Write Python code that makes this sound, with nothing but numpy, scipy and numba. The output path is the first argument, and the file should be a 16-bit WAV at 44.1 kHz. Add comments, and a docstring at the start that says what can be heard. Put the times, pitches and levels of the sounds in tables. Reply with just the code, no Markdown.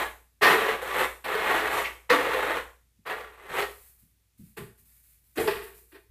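"""Dry dog food crunches and rattles as a child shoves it over a tiled kitchen floor with an empty plastic tub.
Stroke by stroke, colliding pellets drive the tub's ringing walls and drum-like base. Soft steps and
rustling clothes follow; the tub knocks down on a counter and rocks to rest.
The hard room rings briefly over a low, steady motor hum."""
import sys
import numpy as np
from scipy import signal
from scipy.fft import rfft, irfft
from scipy.io import wavfile
from scipy.ndimage import uniform_filter1d
from numba import njit

SR = 44100
rng = np.random.default_rng(int(sys.argv[2]) if len(sys.argv) > 2 else 0)


def materialize(psi):
    """Save the field psi as 16-bit PCM at rate SR to the path in sys.argv[1].

    A 1-D psi becomes a single channel; in a 2-D psi each row is a channel.
    """
    bounded = np.clip(np.atleast_2d(psi).T, -1, 1)
    quanta = np.round(bounded * 32767).astype(np.int16)
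    wavfile.write(sys.argv[1], SR, quanta)


N = 269010
TIME = np.arange(N) / SR


def undb(db):
    """Decibels to gain."""
    return 10 ** (np.asarray(db) / 20)


def unit(x):
    """Scale to rms 1."""
    return x / np.sqrt(np.mean(x ** 2))


def add(track, start_s, sound):
    """Mix a sound into a track."""
    start = int(start_s * SR)
    track[start:start + len(sound)] += sound[:N - start]


def colour(x, points):
    """Minimum-phase filter through (Hz, dB) points, via the cepstrum."""
    hz, db = np.transpose(points)
    size = 4096
    bins_hz = np.maximum(np.fft.rfftfreq(size, 1 / SR), 1)
    curve_db = np.interp(np.log(bins_hz), np.log(hz), db)
    cepstrum = irfft(np.log(undb(curve_db)))
    cepstrum[1:size // 2] *= 2
    cepstrum[size // 2 + 1:] = 0
    return signal.oaconvolve(x, irfft(np.exp(rfft(cepstrum))))[:len(x)]


@njit
def resonate(x, hz, width_hz):
    """State-variable band-pass; unity gain at its moving centre."""
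    y, band_state, low_state = np.empty(len(x)), 0., 0.
    for i in range(len(x)):
        g, damping = np.tan(np.pi * hz[i] / SR), width_hz / hz[i]
        band = (band_state + g * (x[i] - low_state)) / (1 + g * (g + damping))
        band_state = 2 * band - band_state
        low_state += 2 * g * band
        y[i] = damping * band
    return y


def resonate_twice(x, hz, width_hz):
    """Two equal band-passes in series."""
    return resonate(resonate(x, hz, width_hz), hz, width_hz)


def wander(rate_hz, count=N):
    """Gaussian values joined by straight lines."""
    t = TIME[:count]
    knots_s = np.arange(0, t[-1] + 1, 1 / rate_hz)
    return np.interp(t, knots_s, rng.standard_normal(len(knots_s)))


def judder(rate_hz, depth_db):
    """Randomly wavering gain, as in stick-slip; rms 1."""
    return unit(undb(depth_db * wander(rate_hz)))


def clicks(per_s, spread_db, count=N):
    """Tiny collisions of random time, sign and size; rms 1."""
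    hits = rng.random(count) < per_s / SR
    size = np.minimum(rng.exponential(size=count), 4.5)
    return unit(hits * rng.choice([-1, 1], count) * undb(spread_db * size))


def decay(t, t60_s):
    """Exponential fall, 60 dB in t60_s."""
    return np.exp(-np.log(1000) * t / t60_s)


def blow(rise_s, t60_s, count):
    """Contact envelope: graze, full blow, decay; peak 1."""
    t = np.arange(count) / SR
    shape = (1 - np.exp(-t / rise_s)) ** 4 * decay(t, t60_s)
    return shape / shape.max()


def motion(start_s, attack_s, hold_s, release_db_per_s, swell_db=0):
    """Movement envelope: attack, hold or swell, release."""
    age_s = TIME - start_s
    db = swell_db * np.clip(age_s / hold_s, 0, 1) - release_db_per_s * np.maximum(age_s - hold_s, 0)
    return np.clip(age_s / attack_s, 0, 1) * undb(db)


def power_sum(gains):
    """Joint gain of overlapping movements."""
    return np.linalg.norm(gains, axis=0)


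# Room air spectrum: (frequency [Hz], level [dB])
AIR_SPECTRUM = [(30, -15), (120, -10), (250, -12.5), (500, -22), (1000, -43.5), (2000, -22), (5000, -28.5),
                (12000, -23), (15000, -30.5)]


def hum_and_air():
    """A motor, likely the fridge, hums and rumbles over faint room air."""
    hum_hz, motor_db, air_db = 58.73, -53.5, -78
    hum = unit(np.sin(2 * np.pi * hum_hz * TIME) * judder(rate_hz=12, depth_db=1))
    rumble_spectrum = [(20, -12.5), (45, -3.5), (70, -10), (100, -14.5), (300, -44.5)]
    rumble = unit(colour(rng.standard_normal(N), rumble_spectrum))
    air = unit(colour(rng.standard_normal(N), AIR_SPECTRUM))
    return undb(motor_db) * (hum + undb(-10) * rumble) + undb(air_db) * air


def reflections():
    """Dense echoes off tiles and cupboards, treble lasting longest; unit energy."""
    t = np.arange(SR // 2) / SR
    noise = rng.standard_normal(len(t))
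    low = signal.sosfiltfilt(signal.butter(3, 5500, fs=SR, output="sos"), noise)
    tail = low * decay(t, t60_s=.32) + (noise - low) * decay(t, t60_s=.54)
    tail *= t > .003
    return tail / np.linalg.norm(tail)


def kitchen(x, wet_db=-3.5):
    """Direct sound plus echoes whose pattern changes as child and tub move."""
    hop = SR // 4
    window = np.sin(np.pi * np.arange(2 * hop) / (2 * hop))
    padded = np.pad(x, (hop, 2 * SR))
    wet = np.zeros(len(padded))
    for start in range(0, N + hop, hop):
        echoes = signal.fftconvolve(padded[start:start + 2 * hop] * window, reflections())
        wet[start:start + len(echoes)] += echoes
    return (x + undb(wet_db) * wet[hop:hop + N]) / np.hypot(1, undb(wet_db))


# Clothing movements: (start [s], hold [s], relative level [dB])
CLOTH_MOVES = [ (3.688, 0.2, -56), (3.979, 0.021, -61), (4.371, 0.12, -63), (4.771, 0.024, -60),
               (4.845, 0.14, -61), (5.026, 0.11, -61), (5.23, 0.14, -67), (5.62, 0.02, -48),
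               (5.738, 0.043, -54.5), (5.88, 0.081, -64.5), ]
# Fabric hiss: (frequency [Hz], level [dB])
CLOTH_SPECTRUM = [(60, -53), (600, -22), (1300, -13), (2300, -7), (3200, -15), (4200, -10), (5700, -14.5),
                  (8000, -5), (12500, 0.5), (15000, -2)]


def clothes(attack_s=.013, release_db_per_s=172):
    """Fabric rubs with a fine, uneven hiss as the child gets up and walks off."""
    gain = power_sum([undb(db) * motion(start_s, attack_s, hold_s, release_db_per_s)
                      for start_s, hold_s, db in CLOTH_MOVES])
    fibres = clicks(per_s=6200, spread_db=1.5) * judder(rate_hz=60, depth_db=1)
    return undb(1.5) * gain * unit(colour(fibres, CLOTH_SPECTRUM))


# Footfalls and cupboard bumps: (time [s], level [dB], rise [s], t60 [s])
THUDS = [(2.982, -56.5, 0.005, .07), (3.492, -46.5, 0.0061, 0.11), (4.020, -55.5, 0.0084, 0.054),
         (4.379, -41, 0.013, 0.19), (4.573, -39, 0.0072, 0.2), (4.780, -61.5, 0.0073, 0.33),
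         (5.365, -35, 0.01, 0.28), (5.476, -49.5, 0.0045, 0.72)]
# Dull thud: (frequency [Hz], level [dB])
THUD_SPECTRUM = [(30, 2), (60, -3), (100, 3), (135, -4.5), (190, 0), (260, -8.5), (400, -27.5), (1000, -57),
                 (4000, -48)]


def steps():
    """Soft, heavy contacts thud through floor and cupboard."""
    out, count = np.zeros(N), SR // 2
    for time_s, db, rise_s, t60_s in THUDS:
        push = rng.standard_normal(count) * blow(rise_s, t60_s, count)
        add(out, time_s, undb(db) * push.std() * unit(colour(push, THUD_SPECTRUM)))
    return out


# Tub wall resonances: (frequency [Hz], width [Hz], level [dB])
TUB_WALL_MODES = [(519, 33, 3), (770, 14, -9), (858, 13, -1.5), (1020, 14, 3), (1143, 72, 3.5),
                  (1510, 130, -6.5), (1670, 72, 2.5), (1828, 56, 5), (2370, 90, -13.5), (2426, 54, -4.5),
                  (2770, 38, -21.5), (3860, 200, -24.5), (4060, 65, -22)]


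def tub_walls(x, detune=.012):
    """The walls ring; flexing in the hands detunes each mode slightly."""
    out = 0
    for hz, width_hz, db in TUB_WALL_MODES:
        flexed_hz = hz * (1 + detune * wander(rate_hz=12, count=len(x)))
        out = out + undb(db) * resonate(x, flexed_hz, float(width_hz))
    return out


# Tub base resonances: (ratio to base note [1], level [dB])
TUB_BASE_MODES = [(0.999, 6), (1.332, -14), (1.6, -7.5), (2.101, -9.5)]


def tub_base(x, note_hz):
    """The struck base rings like a drum."""
    return sum(undb(db) * resonate_twice(x, np.full(len(x), float(note_hz * ratio)), width_hz=96.)
               for ratio, db in TUB_BASE_MODES)


def rocking(start_s=5.496, gap_s=.053, first_db=-34.5, loss_db=6.5):
    """Knock rows for the tub settling on the counter: evenly spaced, each weaker."""
    note_hz, base_db, treble_db, rise_s, t60_s = 434, -1.5, -12.5, .0051, .24
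    return [(start_s + k * gap_s, first_db - k * loss_db, note_hz, base_db, treble_db, rise_s, t60_s)
            for k in range(5)]


# Tub hits on heap, cupboard and counter; glancing ones rise slowly:
# (time [s], level [dB], base note [Hz], base gain [dB], treble gain [dB], rise [s], chatter t60 [s])
TUB_HITS = [ (0.413, -17, 440, -29, -20, 0.0075, 0.34), (0.817, -43.5, 510, 10.5, -1, 0.0033, 0.093),
            (1.239, -34.5, 448, -26, -9, 0.0029, 0.095), (1.338, -32, 440, 6, -16, 0.0057, 0.083),
            (2.094, -17, 496, -0.5, -23.5, 0.0041, .13), (2.109, -34.5, 296, 2, -35, 0.0076, 0.32),
            (2.339, -32.5, 508, 8, -20.5, 0.0013, 0.053), (3.057, -39, 498, -5, -12.5, .007, 0.12),
            (3.612, -31, 457, -3.5, -20, 0.0083, 0.068), (4.563, -42, 415, 2.5, -5, .005, 0.25),
            (5.351, -45.5, 336, -3, -1, 0.0074, 0.11), (5.367, -31, 358, 8.5, -8, 0.0051, .12),
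            (5.390, -34, 421, 8, -3, 0.0024, 0.56), (5.471, -24, 414, 6.5, -16, 0.003, .1),
            (5.912, -56, 325, 3.5, -13, .006, 0.13), (5.935, -51.5, 413, 3.5, -12.5, 0.011, 0.1), ]
# Dry plastic clack: (frequency [Hz], level [dB])
CLACK_SPECTRUM = [(60, -18.5), (150, -12), (260, -4), (400, -16), (560, -6), (900, -1), (1600, 0.5),
                  (2400, -3.5), (3200, -9), (4400, -12), (6000, -23), (15000, -35.5)]
# Crisp edge of knocks and pellet clicks: (frequency [Hz], level [dB])
CRISP_SPECTRUM = [(500, -34.5), (3500, -16), (5500, -3.5), (8000, 2.5), (10000, -1), (12300, 3.5),
                  (15000, -8.5)]


def tub_knocks():
    """Each blow is a quick chatter of contacts that clacks and rings walls and base."""
    out, count = np.zeros(N), SR // 2
    for time_s, db, note_hz, base_db, treble_db, rise_s, t60_s in TUB_HITS + rocking():
        contact = clicks(per_s=4600, spread_db=-1.5, count=count) * blow(rise_s, t60_s, count)
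        clack = undb(-2) * unit(colour(contact, CLACK_SPECTRUM))
        walls = undb(-5.5) * unit(tub_walls(contact))
        base = undb(base_db) * unit(tub_base(contact, note_hz))
        crisp = undb(treble_db) * unit(colour(contact, CRISP_SPECTRUM))
        add(out, time_s, undb(db) * contact.std() * (clack + walls + base + crisp))
    return out


def rim_rasp(start_s=1.835, level_db=-29):
    """The rim skids off the heap with a short, falling rasp."""
    out, count = np.zeros(N), SR // 4
    skid = clicks(per_s=4000, spread_db=0, count=count) * blow(rise_s=.0083, t60_s=.12, count=count)
    sweep_hz = np.geomspace(2451.5, 1697.5, count)
    rasp = unit(resonate_twice(skid, sweep_hz, width_hz=1101.5))
    add(out, start_s, undb(level_db) * skid.std() * rasp)
    return out


def pellet_bounces(per_s, spread_db):
    """Single pellets clack together, each ringing briefly at its own pitch; rms 1."""
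    out, t = np.zeros(N), TIME[:1000]
    centre_hz, spread_octaves, t60_cycles = 1650, .6, 14
    for when, pitch, size in rng.random((int(per_s * TIME[-1]), 3)):
        hz = centre_hz * 2 ** (spread_octaves * np.sqrt(3) * (2 * pitch - 1))
        gain = undb(spread_db * min(-np.log1p(-size), np.pi))
        add(out, when * TIME[-1], gain * np.cos(2 * np.pi * hz * t) * decay(t, t60_cycles / hz))
    return unit(out)


# Short shoves and long drags of the tub: (start [s], hold [s], level [dB], swell over hold [dB],
# release [dB/s], base note [Hz], base send [dB], crisp send [dB])
SHOVES = [ (-.02, 0.056, -21.5, -7, 289.5, 450, -7, -18.5), (0.41, 0.073, -23, 6.5, 114, 465, -5, -20.5),
          (0.519, 0.18, -27.5, 3.5, 168, 470, 2.5, -24), (0.806, 0.23, -37.5, 15.5, 366, 490, -2, -18),
          (1.248, 0.32, -31, 8.5, 108, 435, -5.5, -22), (1.588, 0.084, -31.5, 5, 129.5, 428, 1, -23),
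          (1.701, .09, -28, 3, 189, 415, -5.5, -15), (2.092, 0.047, -23.5, 4, 244.5, 492, -4, -22.5),
          (2.172, 0.4, -27, -1, 274.5, 492, 2, -22.5), (3.051, 0.062, -40.5, 10.5, 146, 490, -1.5, -23),
          (3.163, 0.033, -40, -1, 109, 496.5, 4, -19.5), (3.33, 0.19, -55, 11.5, 95.5, 478, -2, -18),
          (3.484, 0.11, -42, 18.5, 263, 470, -3.5, -17.5), ]
# Pellet crunch: (frequency [Hz], level [dB])
CRUNCH_SPECTRUM = [(30, -45.5), (100, -17), (170, -16), (260, -18.5), (380, -2), (620, 2.5), (1100, 1.5),
                   (1500, 1), (2100, -2), (3000, -10.5), (4200, -13), (5200, -27.5), (7000, -47),
                   (15000, -57.5)]


def pellet_shoves(attack_s=.012):
    """Pellets tumble ahead of the rim; the same collisions drive the tub's walls and base."""
    pushes = np.array([undb(db) * motion(start_s, attack_s, hold_s, release_db_per_s, swell_db)
                       for start_s, hold_s, db, swell_db, release_db_per_s, *_ in SHOVES])
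    start_s, hold_s, *_, base_hz, base_db, crisp_db = np.transpose(SHOVES)
    slip = judder(rate_hz=90, depth_db=2)
    pellets = clicks(per_s=3400, spread_db=1) * slip
    crumbs = clicks(per_s=5800, spread_db=2) * slip
    crunch = undb(-1.5) * unit(colour(pellets, CRUNCH_SPECTRUM))
    walls = undb(-9) * unit(tub_walls(pellets))
    clatter = undb(-11) * pellet_bounces(per_s=450, spread_db=2.5)
    note_hz = np.interp(TIME, start_s + hold_s / 2, base_hz)
    base = undb(-10) * unit(resonate_twice(pellets, note_hz, width_hz=220.))
    crisp = undb(2) * unit(colour(crumbs + pellets, CRISP_SPECTRUM))
    return (power_sum(pushes) * (crunch + walls + clatter)
            + power_sum(pushes * undb(base_db)[:, None]) * base
            + power_sum(pushes * undb(crisp_db)[:, None]) * crisp)


def scene():
    """All sources in the kitchen, mono."""
    action = pellet_shoves() + rim_rasp() + tub_knocks() + steps() + clothes()
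    return (kitchen(action) + hum_and_air())[None]


def suppress_bass(x, threshold_db, slope, lag_s):
    """Noise suppressor: deep bass drops whenever the rest falls quiet."""
    bass = signal.sosfiltfilt(signal.butter(4, 90, fs=SR, output="sos"), x)
    rest = x - bass
    level_db = 10 * np.log10(np.abs(uniform_filter1d(rest ** 2, size=1024)) + 1e-12)
    pole = np.exp(-1 / (lag_s * SR))
    cut_db = signal.lfilter([1 - pole], [1, -pole], slope * np.minimum(level_db - threshold_db, 0))
    return rest + bass * undb(cut_db)


def record(dry):
    """The phone suppresses hum, rounds the loudest peaks and cuts the top."""
    ceiling, top_hz = .6, 15150
    quiet = suppress_bass(dry, threshold_db=-31.5, slope=.58, lag_s=.092)
    rounded = ceiling * np.tanh(quiet / ceiling)
    return signal.sosfilt(signal.ellip(10, .2, 80, top_hz, fs=SR, output="sos"), rounded)


dry = scene()
out = record(dry)
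materialize(out)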